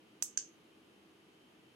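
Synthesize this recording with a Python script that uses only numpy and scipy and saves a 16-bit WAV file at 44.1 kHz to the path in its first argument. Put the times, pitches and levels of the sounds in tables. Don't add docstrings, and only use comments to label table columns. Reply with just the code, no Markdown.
import sys
import numpy as np
from scipy import signal
from scipy.fft import rfft, irfft, next_fast_len
from scipy.io import wavfile
from scipy.ndimage import map_coordinates

SR = 44100
rng = np.random.default_rng(int(sys.argv[2]) if len(sys.argv) > 2 else 0)


def master_out(mix):
    frames = np.transpose(np.atleast_2d(mix))
    ceiling = np.clip(frames, -1, 1)
    pcm = np.round(ceiling * 32767).astype(np.int16)
    wavfile.write(sys.argv[1], SR, pcm)


N = 77175

# [f/Hz, relative density/dB per Hz]
BACKGROUND_SPECTRUM = [(20, -32.5), (53, -33), (80, -19), (113, -19.5), (200, -9.5), (300, -7.5),
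                       (430, -11), (520, -18), (750, -17.5), (1900, -23), (2950, -19.5), (3600, -25.5),
                       (5400, -32), (6500, -33.5), (7600, -38.5), (11700, -37.5), (12800, -46),
                       (15800, -50)]
BACKGROUND_DB = -64.5
# [f/Hz, likeness/1]
BACKGROUND_LIKENESS = [(60, 0.81), (150, 0.89), (380, 0.78), (800, 0.036), (5500, 0.021), (7500, 0.91),
                       (15000, 1)]
# [f/Hz, level/dB, half-width at half amplitude/Hz, likeness/1]
HUM_BANDS = [(122.1, -84.5, 2.5, 1), (199, -81, 6.9, 1), (337.3, -77, 5.1, 0.95), (434.4, -79, 16, 0.75),
             (503.7, -81.5, 21, 0.25), (1210, -85, 8.6, 0.13)]
DRONE_HZ, DRONE_DB = 319, -72.5
DRONE_SWAY_DB, DRONE_DRIFT_RAD, DRONE_SWAY_RATE = 2.5, 0.7, 12
# [t/s, level/dB]
WHINE_COURSE = [(0, -84), (1.0, -81), (1.25, -85.5), (1.44, -76.5), (1.57, -91), (1.66, -78.5),
                (1.75, -77.5)]
WHINE_HZ, WHINE_SWAY_DB, WHINE_SWAY_RATE = 3079.5, 1.3, 12

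# [f/Hz, t60/s]
ROOM_T60 = [(500, 0.28), (3000, 0.23), (6500, 0.24), (10000, 0.16), (15000, 0.104)]
# [f/Hz, gain/dB]
ROOM_COLOUR = [(500, -19), (1500, 0.5), (3000, 5), (5000, 0), (6500, -2), (8000, 0), (11000, 4.5),
               (15000, 16.5)]
ROOM_DELAY_S, ROOM_LEFT_DB = 0.0067, -2.5
ROOM_GRAIN_DB = 0.5
ROOM_RING_DB = -24
# [delay/s, left level/dB, right level/dB]
SINGLE_COPIES = [(.0042, -22, -20), (.0105, -27, -25), (.0147, -26, -25), (.0196, -31, -30)]
SCATTER_DB, SCATTER_LEFT_DB = 0.5, -5.5
SCATTER_T60_S, SCATTER_DELAY_S = 0.022, 0.000518

# [t/s, level/dB, then relative to that level: ring/dB,
# upper edge of the ring f/Hz, dry tick/dB, knock of the housing/dB, room/dB]
SNAPS = [(0.2247, -11, -22.5, 13800, 0.5, -32, -3.5), (0.3751, -12, -24, 8700, -34, -17.5, -5)]
# [f/Hz, relative level/dB]
CRACK_SPECTRA = [
    [(300, -34), (1800, -27.5), (2900, -28.5), (4300, -23.5), (5300, -10.5), (6250, 1.5), (6600, 1.5),
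     (7200, -3), (8000, -1.5), (9800, -17.5), (11600, -12.5), (13200, -31.5), (15500, -30.5)],
    [(300, -40), (1200, -53), (1600, -17), (2200, -31), (2900, -21), (3800, -27.5), (4700, -14.5),
     (5600, -10), (6250, 3), (6600, 0.5), (7200, -8), (8000, -11.5), (9600, -36), (11800, -42),
     (13400, -62.5)],
]
# [f/Hz, relative level/dB, t60/s]
HOUSING_MODES = [(2640, -18.5, 0.045), (3360, -22.5, 0.021), (4690, -8.5, 0.031), (4950, 0, 0.028),
                 (5930, -11.5, 0.015), (6300, 10.5, 0.016), (6900, -16.5, 0.014), (7880, -14, 0.025),
                 (8880, -5.5, 0.054), (11240, -8.5, 0.021), (12080, -7.5, 0.056)]
# [f/Hz, relative level/dB]
TICK_SPECTRUM = [(60, -22), (300, -5.5), (800, 1.5), (1500, -2), (3000, 2.5), (6000, 7.5), (15000, -26)]
TICK_DELAY_S = 0.00008
RING_ATTACK_S = 0.0007
KNOCK_HZ, KNOCK_T60_S, KNOCK_ATTACK_S = 1610, 0.009, 0.001
SING_HZ, SING_DB, SING_T60_S = 6360, -38, 0.38
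LEFT_DB, LEFT_LAG_S = -8, 0.000014
LEAD_S = 0.01
AFTER_TICK_S, AFTER_TICK_DB = 0.3827, -42


def amp(db):
    return 10 ** (np.asarray(db) / 20)


def unit(x):
    return x / np.sqrt(np.mean(x ** 2) + 1e-20)


def along(points, hz):
    f, v = np.transpose(points)
    return np.interp(np.log(hz + 1), np.log(f + 1), v)


def filtered(x, response):
    m = next_fast_len(N + SR // 2)
    hz = np.fft.rfftfreq(m, 1 / SR)
    return irfft(rfft(x, m) * response(hz), m)[..., :N]


def delayed(x, s):
    return filtered(x, lambda hz: np.exp(-2j * np.pi * hz * s))


def through(x, response):
    return signal.fftconvolve(x[None], np.atleast_2d(response), axes=1)[:, :N]


def echoes(t60, size=256, grain_db=0):
    grain_levels = np.repeat(rng.standard_normal((2, SR // 64)), 32, axis=1)
    grains = amp(grain_db * grain_levels)
    noise = grains * rng.standard_normal(grains.shape)
    hz, t, z = signal.stft(noise, SR, nperseg=size)
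    decay = amp(-60 * t / t60(hz)[:, None])
    tail = signal.istft(z * decay, SR, nperseg=size)[1]
    return tail / np.linalg.norm(tail, axis=1, keepdims=True)


def stereo_noise(gain, alike):
    def weights(hz):
        turn = np.arccos(np.clip(alike(hz), -.99, .99)) / 2
        return gain(hz) * np.array([np.cos(turn), np.sin(turn)])

    mid, side = filtered(rng.standard_normal((2, N)), weights)
    return unit(np.array([mid + side, mid - side]))


def wobble(rate):
    knots = rng.standard_normal(64)
    return map_coordinates(knots, [np.arange(N) * rate / SR], mode="mirror")


def background_noise():
    noise = stereo_noise(lambda hz: amp(along(BACKGROUND_SPECTRUM, hz)),
                         lambda hz: along(BACKGROUND_LIKENESS, hz))
    return amp(BACKGROUND_DB) * noise


def hum():
    def band(centre, width, alike):
        return stereo_noise(lambda hz: 1 / (1 + ((hz - centre) / width) ** 2),
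                            lambda hz: np.full_like(hz, alike))

    return sum(amp(db) * band(hz, width, alike) for hz, db, width, alike in HUM_BANDS)


def drone():
    drift = DRONE_DRIFT_RAD * wobble(DRONE_SWAY_RATE)
    phase = 2 * np.pi * DRONE_HZ * np.arange(N) / SR + drift
    sway = amp(DRONE_SWAY_DB * wobble(DRONE_SWAY_RATE))
    return amp(DRONE_DB) * unit(sway * np.sin(phase))


def whine():
    t = np.arange(N) / SR
    phase = 2 * np.pi * (WHINE_HZ * t + np.array([[0], [1 / 6]]))
    sway_db = WHINE_SWAY_DB * np.array([wobble(WHINE_SWAY_RATE), wobble(WHINE_SWAY_RATE)])
    level_db = np.interp(t, *np.transpose(WHINE_COURSE)) + sway_db
    return amp(level_db) * unit(np.sin(phase))


def room(x):
    coloured = filtered(x, lambda hz: amp(along(ROOM_COLOUR, hz)))
    tail = through(coloured, echoes(lambda hz: along(ROOM_T60, hz), grain_db=ROOM_GRAIN_DB))
    return amp([[ROOM_LEFT_DB], [0]]) * delayed(tail, ROOM_DELAY_S)


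def bounce_and_reflections(x):
    return sum(amp([[left_db], [right_db]]) * delayed(x, s) for s, left_db, right_db in SINGLE_COPIES)


def scatter(x):
    near = through(x, echoes(lambda hz: np.full_like(hz, SCATTER_T60_S), size=32))
    return amp(SCATTER_DB) * amp([[SCATTER_LEFT_DB], [0]]) * delayed(near, SCATTER_DELAY_S)


def mode(hz, t60, attack=RING_ATTACK_S):
    t = np.maximum(np.arange(N) / SR - LEAD_S, 0)
    return np.sin(2 * np.pi * hz * t) * amp(-60 * t / t60) * (1 - np.exp(-t / attack))


def housing_ring(ring_db, edge_hz, knock_db):
    modes = sum(amp(db) * mode(hz, t60) for hz, db, t60 in HOUSING_MODES)
    ring = amp(ring_db) * filtered(modes, lambda hz: 1 / (1 + (hz / edge_hz) ** 20))
    knock = amp(knock_db) * mode(KNOCK_HZ, KNOCK_T60_S, KNOCK_ATTACK_S)
    sing = amp(SING_DB) * mode(SING_HZ, SING_T60_S)
    return ring + knock + sing


def snap(spectrum, ring_db, edge_hz, tick_db, knock_db, room_db):
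    blow = delayed(signal.unit_impulse(N), LEAD_S)
    crack = filtered(blow, lambda hz: amp(along(spectrum, hz)))
    crack = crack / np.abs(crack).max()
    ring = housing_ring(ring_db, edge_hz, knock_db)
    tick = amp(tick_db) * filtered(blow, lambda hz: amp(along(TICK_SPECTRUM, hz)))

    left = amp(LEFT_DB) * delayed(crack + ring, LEFT_LAG_S)
    right = crack + ring + delayed(tick, TICK_DELAY_S)
    reverberation = amp(room_db) * room(crack + amp(ROOM_RING_DB) * ring)
    return np.array([left, right]) + scatter(crack) + bounce_and_reflections(crack) + reverberation


def after_tick():
    return amp(AFTER_TICK_DB) * delayed(signal.unit_impulse(N), AFTER_TICK_S)


def button():
    clicks = np.zeros((2, N))
    for (s, db, *character), spectrum in zip(SNAPS, CRACK_SPECTRA):
        clicks += amp(db) * delayed(snap(spectrum, *character), s - LEAD_S)
    return clicks


def scene():
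    background = background_noise() + hum() + drone() + whine()
    return background + after_tick() + button()


def record(dry):
    return filtered(dry, lambda hz: hz < 15950)


dry = scene()
out = record(dry)
master_out(out)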